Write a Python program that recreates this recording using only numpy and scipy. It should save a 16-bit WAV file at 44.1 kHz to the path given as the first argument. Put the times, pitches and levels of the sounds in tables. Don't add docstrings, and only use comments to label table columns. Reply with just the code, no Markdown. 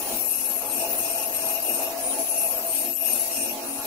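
import sys
import numpy as np
from scipy import signal
from scipy.fft import rfft, irfft, next_fast_len
from scipy.io import wavfile
from scipy.ndimage import uniform_filter1d, map_coordinates

SR = 44100
rng = np.random.default_rng(int(sys.argv[2]) if len(sys.argv) > 2 else 0)


def output_pcm(signal):
    pcm = np.clip(np.atleast_2d(signal).T, -1, 1) * 32767
    wavfile.write(sys.argv[1], SR, np.round(pcm).astype(np.int16))


def to_linear_factor(level_db):
    exponent = np.asarray(level_db, float) / 20
    return 10 ** exponent


N = 170226

# (start/s, length/s, lowest chip pitch/Hz, chip level/dB, post rasp/dB)
TURNS = [(-.04, 0.21, 9500, -37, -72), (0.257, 0.24, 8450, -37, -46), (0.648, 0.25, 8480, -34.5, -44.5),
         (0.948, 0.3, 8770, -34.5, -40.5), (1.284, 0.29, 8700, -35, -43), (1.602, 0.29, 8670, -36, -43.5),
         (1.969, 0.23, 9280, -30, -66), (2.271, 0.27, 8400, -38, -47.5), (2.616, 0.258, 8600, -33.5, -62),
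         (2.984, 0.23, 8600, -36, -44.5), (3.268, 0.24, 8700, -33.5, -38.5), (3.622, 0.22, 9500, -35, -57)]
# (t/s, cut left-right/dB, drive left-right/dB, main whistle/dB)
LEAN = [(0.0, 11.5, 14, -42), (0.12, 15, 2.5, -40), (0.17, 16, 18, -35), (0.32, 10.5, 6, -53),
        (0.78, 12, 8, -49), (0.91, 6.5, 16, -37), (1.01, 7.5, 13, -49.5), (2.47, 8, 6, -48),
        (2.69, 10.0, -8, -36), (2.96, 13.5, -4, -59), (3.58, 6.5, 10, -71), (3.86, 12, 10.5, -53)]

TIME = np.arange(N) / SR
FRAME = 256
HOP = FRAME // 4
HZ = np.fft.rfftfreq(FRAME, 1 / SR)[:, None]
STEPS = np.arange(4 * N // FRAME + 6) * FRAME / 4 / SR


def unit(x):
    return x / np.sqrt(np.mean(x ** 2) + 1e-20)


def along(points, hz):
    f, v = np.transpose(points)
    return np.interp(np.log(hz + 1), np.log(f + 1), v)


def curves(rows):
    s, *cols = np.transpose(rows)
    return [np.interp(TIME, s, c) for c in cols]


def wobble(rate):
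    knots = rng.standard_normal(int(N * rate / SR) + 4)
    return map_coordinates(knots, [np.arange(N) * rate / SR])


def leaning(db):
    return to_linear_factor(np.array([db / 2, -db / 2]))


def cut_lean():
    lean_db = curves(LEAN)[0]
    return leaning(lean_db - lean_db.mean())


def peaks(modes):
    return lambda hz: np.sqrt(sum((to_linear_factor(db) / (1 + (2 * (hz - c) / w) ** 2)) ** 2 for c, w, db in modes))


def spectrum(points):
    return lambda hz: to_linear_factor(along(points, hz))


def noise(gain, left_db, patchy_db, field=1, near=False):
    # (f/Hz, left-right likeness)
    alike = [(60, 0.98), (240, 0.95), (950, 0.47), (3770, -0.1), (15000, 0.41)]
    cut_alike, cut_turn = 0.55, 2.2
    white = rng.standard_normal((2, (len(STEPS) - 1) * HOP))
    z = signal.stft(white, nperseg=FRAME, noverlap=FRAME - HOP)[2]
    patches = uniform_filter1d(rng.standard_normal(z.shape[1:]), size=3, axis=0)
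    patches = uniform_filter1d(patches, size=30, axis=1)
    z = z * to_linear_factor(patchy_db * unit(patches)) * field
    pair = signal.istft(z, nperseg=FRAME, noverlap=FRAME - HOP)[1]

    m = next_fast_len(N + 8192)
    hz = np.fft.rfftfreq(m, 1 / SR)
    turn = np.arccos(np.clip(cut_alike if near else along(alike, hz), -1, 1)) / 2
    a, b = rfft(pair, m) * gain(hz)
    mid, side = a * np.cos(turn), b * np.sin(turn)
    right = (mid - side) * np.exp(1j * cut_turn * near)
    ports = irfft(np.array([mid + side, right]), m)[:, :N]
    if not np.ndim(field):
        ports = unit(ports)
    return ports * to_linear_factor([[left_db / 2], [-left_db / 2]])


def depth(t, start, length):
    fall_s, rise_s = 0.075, 0.065
    ramp = np.minimum((t - start) / fall_s, (start + length - t) / rise_s)
    return np.sin(np.pi / 2 * np.clip(ramp, 0, 1))


def chip():
    # (start/s, length/s, pitch/Hz, level/dB)
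    curls = [
        (0.085, 0.14, 8450, -37),
        (0.198, 0.36, 10700, -32),
        (2.135, 0.39, 10780, -27),
        (2.65, .2, 10600, -40),
        (3.128, 0.18, 10940, -28.5),
    ]
    # (f/Hz, width/Hz, level/dB)
    roll = [(8450, 350, -5), (8780, 420, -2.5), (9500, 240, -4.5), (9950, 250, 3), (10365, 390, -3.5),
            (11050, 380, -4.5), (12420, 250, -8)]
    rest_hz, width_hz, slide_db = 11600, 360, -8
    fill_db, below_db = -11, -23
    drift_hz = 90 * np.interp(STEPS, TIME, wobble(24.97))
    power = 0
    for start, length, low_hz, db, *_ in [*TURNS, *curls]:
        d = depth(STEPS, start, length)
        centre = rest_hz + (low_hz - rest_hz + drift_hz) * d
        ring = 1 / (1 + (2 * (HZ - centre) / width_hz) ** 2) ** 2
        above = (HZ > centre) * (HZ < rest_hz) * to_linear_factor(fill_db) ** 2
        below = (HZ > 5400) * (HZ < centre) * to_linear_factor(below_db) ** 2
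        level = np.minimum(4 * d, 1) * to_linear_factor(db + slide_db * (1 - d ** 3)) ** 2
        power = power + (ring + above + below) * level
    field = np.sqrt(power * SR / (np.pi * width_hz / 2))
    between_db = -6
    response = lambda hz: to_linear_factor(2.0) * np.hypot(peaks(roll)(hz), to_linear_factor(between_db))
    friction = noise(response, left_db=8, patchy_db=2.3, field=field, near=True)
    return to_linear_factor(0.9 * wobble(60)) * friction * cut_lean()


def tool():
    # (t/s, cutting pressure/dB)
    pressure = [(0.0, -38), (0.09, -54), (0.2, -33), (1.83, -32), (1.97, -49), (1.99, -39), (2.11, -51),
                (2.21, -39), (2.54, -30.5), (2.6, -35.5), (3.02, -32), (3.19, -32.5), (3.2, -34.5),
                (3.53, -37), (3.6, -55), (3.64, -45), (3.79, -46.5), (3.86, -37)]
    # (f/Hz, width/Hz, level/dB)
    modes = [(11850, 70, 4), (11800, 320, 0), (11450, 340, -1.5), (12150, 260, -8)]
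    # (f/Hz, level/dB)
    swarf = [(4000, -25), (7500, -10), (8800, -5), (10500, -1), (11700, 0), (12250, -9), (12900, -30)]
    pressure_db, = curves(pressure)
    sing = noise(peaks(modes), left_db=12.5, patchy_db=-1.0, near=True)
    sing = sing * to_linear_factor(0.32 * wobble(70) + 1.76 * wobble(16))
    scrape = noise(spectrum(swarf), left_db=8.5, patchy_db=7.5, near=True)
    scrape = scrape * to_linear_factor(-3 + 1.5 * wobble(90))
    return to_linear_factor(pressure_db) * (sing + scrape) * cut_lean()


def tool_post():
    # (f/Hz, width/Hz, level/dB)
    post = [(2542, 250, -1), (2781, 170, 0.5), (5570, 500, -5), (6440, 500, -7)]
    lag_s, idle_db = 0.031, -46.5
    push = to_linear_factor(idle_db)
    for start, length, _, _, db in TURNS:
        push = push + to_linear_factor(db) * depth(TIME, start + lag_s, length)
    flutter = to_linear_factor(1.1 * wobble(14) + 1.4 * wobble(60))
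    return push * flutter * noise(peaks(post), left_db=1.5, patchy_db=2.2)


def headstock():
    # (t/s, overall level/dB, main mesh level/dB, low shafts/dB, shop hiss at the ports/dB)
    machine = [(0.0, -35, -17, -25, -2), (0.12, -33.5, -6, -5, 1), (0.27, -41, -13.5, -7.5, -0.5),
               (0.69, -36.5, -10, -12.5, -2.5), (0.83, -36, 0, -10.5, -1), (1.55, -36.5, -2.5, -11, -0.5),
               (2.2, -34, 0.5, -8, -1.5), (2.24, -40, 0, -8, 0.5), (2.71, -35.5, -3, -13.5, -2),
               (2.76, -41, -12, -1, 5.5), (2.85, -36.5, 1, -3, 3), (2.97, -47.5, -10, 1.5, -2.5),
               (3.03, -41, 5.5, -8, 0.5), (3.15, -35.5, -22, -1, 1), (3.27, -41.5, 3, -6.5, 4.5),
               (3.47, -36, -10, -1.5, -1), (3.82, -34.5, -16, -11, -3), (3.86, -35, 4.5, -13, 0.5)]
    # (f/Hz, level/dB per Hz)
    casing = [(20, -20), (30, -22), (80, -19.5), (180, -18.5), (250, -9), (700, -5.5), (1260, -17.5),
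              (2300, -27.5)]
    # (f/Hz, width/Hz, level/dB)
    gear_modes = [(510, 12, -5), (614, 12, -3), (839, 13, 0), (879, 12, -5), (1090, 15, -12),
                  (1390, 20, -17), (1680, 20, -17)]
    # (f/Hz, width/Hz, level/dB)
    shaft_modes = [(233, 10, -4), (274, 11, 0), (344, 9, 0)]
    # (f/Hz, width/Hz, level/dB)
    mesh_modes = [(667, 28, 0), (690, 110, -11)]
    # (f/Hz, level/dB per Hz)
    hiss = [(1100, -27), (2300, -5), (3400, -5), (4300, -4.5), (9000, -6.5), (12500, -2.5), (13800, -9.5),
            (15300, -6.5)]
    loud_db, mesh_db, shafts_db, hiss_db = curves(machine)
    surge_db = 0.7 * wobble(9)

    roar = noise(lambda hz: spectrum(casing)(hz) * (hz < 3000), left_db=-0.5, patchy_db=2.6)
    roar = roar * to_linear_factor(-4 + 0.7 * wobble(15))
    gears = to_linear_factor(-7.5) * noise(peaks(gear_modes), left_db=0.9, patchy_db=4.5)
    shafts = to_linear_factor(shafts_db - 1.5) * noise(peaks(shaft_modes), left_db=-0.5, patchy_db=2.8)
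    tone = to_linear_factor(-7 + 1.2 * wobble(14)) * np.sin(2 * np.pi * 667 * TIME + 1.1 * wobble(16))
    mesh = noise(peaks(mesh_modes), left_db=5.5, patchy_db=2.5) + tone * to_linear_factor([[3.5], [-2.5]])
    mesh = to_linear_factor(mesh_db) * mesh

    air = noise(lambda hz: spectrum(hiss)(hz) * (hz > 900), left_db=-3.0, patchy_db=1.73)
    air_db = -35 + hiss_db + 0.58 * (loud_db - loud_db.mean() + surge_db)
    return to_linear_factor(loud_db + surge_db) * (roar + gears + shafts + mesh) + to_linear_factor(air_db) * air


def drive():
    # (f/Hz, rms level/dB)
    lines = [(12618, -55), (13431, -59), (14169, -77), (14336, -63), (14766, -51), (14955, -62),
             (15084, -61), (15283, -57), (15461, -56), (15622, -64)]
    skirt_hz, skirt_db = 90, -10
    _, lean_db, main_db = curves(LEAN)
    strongest = max(db for _, db in lines)
    whistles = np.zeros((2, N))
    for hz, db in lines:
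        level_db = main_db if db == strongest else db + 1.5 + 3 * wobble(4)
        for ear in range(2):
            fade = to_linear_factor(level_db + 2 + 2 * wobble(5))
            skirt = 1 + to_linear_factor(skirt_db) * wobble(skirt_hz)
            whistles[ear] += fade * skirt * np.sin(2 * np.pi * hz * TIME + 1.1 * wobble(22))
    hum = to_linear_factor(-64.5 + 1.6 * wobble(7.1)) * np.sin(2 * np.pi * 45 * TIME + 0.61 * wobble(6.3))
    return whistles * leaning(lean_db) + hum


def camera_gate(x):
    # (f/Hz, over the block's usual level/dB)
    mask = [(12300, -25), (12800, -5), (13500, -1), (13900, 1), (14200, 1), (14400, -3), (14520, -40)]
    # (f/Hz, over the neighbourhood/dB)
    step = [(900, -14), (1900, -1), (2700, -3.5), (3400, 2.5), (4000, 0), (5000, -1), (6000, -2.5),
            (8600, -5), (12200, -5), (13000, 0), (14300, 0), (14500, -6)]
    # (start/s, length/s, threshold rise/dB)
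    strict = [
        (.22, .35, 8),
        (.7, .18, 1),
        (1.0, .27, 1.5),
        (1.48, .37, 1.5),
        (2.2, .15, 1.5),
        (2.35, .21, 7),
        (2.56, .36, .5),
        (2.92, .07, 8),
        (3.05, .46, 1),
    ]
    easy_db, top_hz = -5, 15720
    hz, t, z = signal.stft(x, SR, "cosine", nperseg=2048)
    power = (abs(z) ** 2).sum(axis=0)
    capped = np.minimum(power, 4 * np.median(power, axis=1)[:, None])

    bands = np.add.reduceat(capped, np.arange(0, len(hz), 16))
    wide = uniform_filter1d(bands, size=2, axis=1)[np.arange(len(hz)) // 16]
    rise_db = easy_db
    for start, length, db in strict:
        rise_db = rise_db + (db - easy_db) * (abs(t - start - length / 2) < length / 2)
    usual = np.median(wide, axis=1)[:, None]
    blocks = wide > usual * spectrum(mask)(hz)[:, None] ** 2 * to_linear_factor(rise_db) ** 2

    around = uniform_filter1d(uniform_filter1d(capped, size=21, axis=0), size=3, axis=1)
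    lines = uniform_filter1d(power, size=2, axis=0) > around * spectrum(step)(hz)[:, None] ** 2
    kept = z * blocks * lines * (hz[:, None] < top_hz)
    return signal.istft(kept, SR, "cosine", nperseg=2048)[1][:, :N]


def scene():
    return chip() + tool() + tool_post() + headstock() + drive()


def band_limit(x):
    return signal.sosfilt(signal.butter(12, 16880, fs=SR, output="sos"), x)


def record(dry):
    return band_limit(camera_gate(dry))


dry = scene()
out = record(dry)
output_pcm(out)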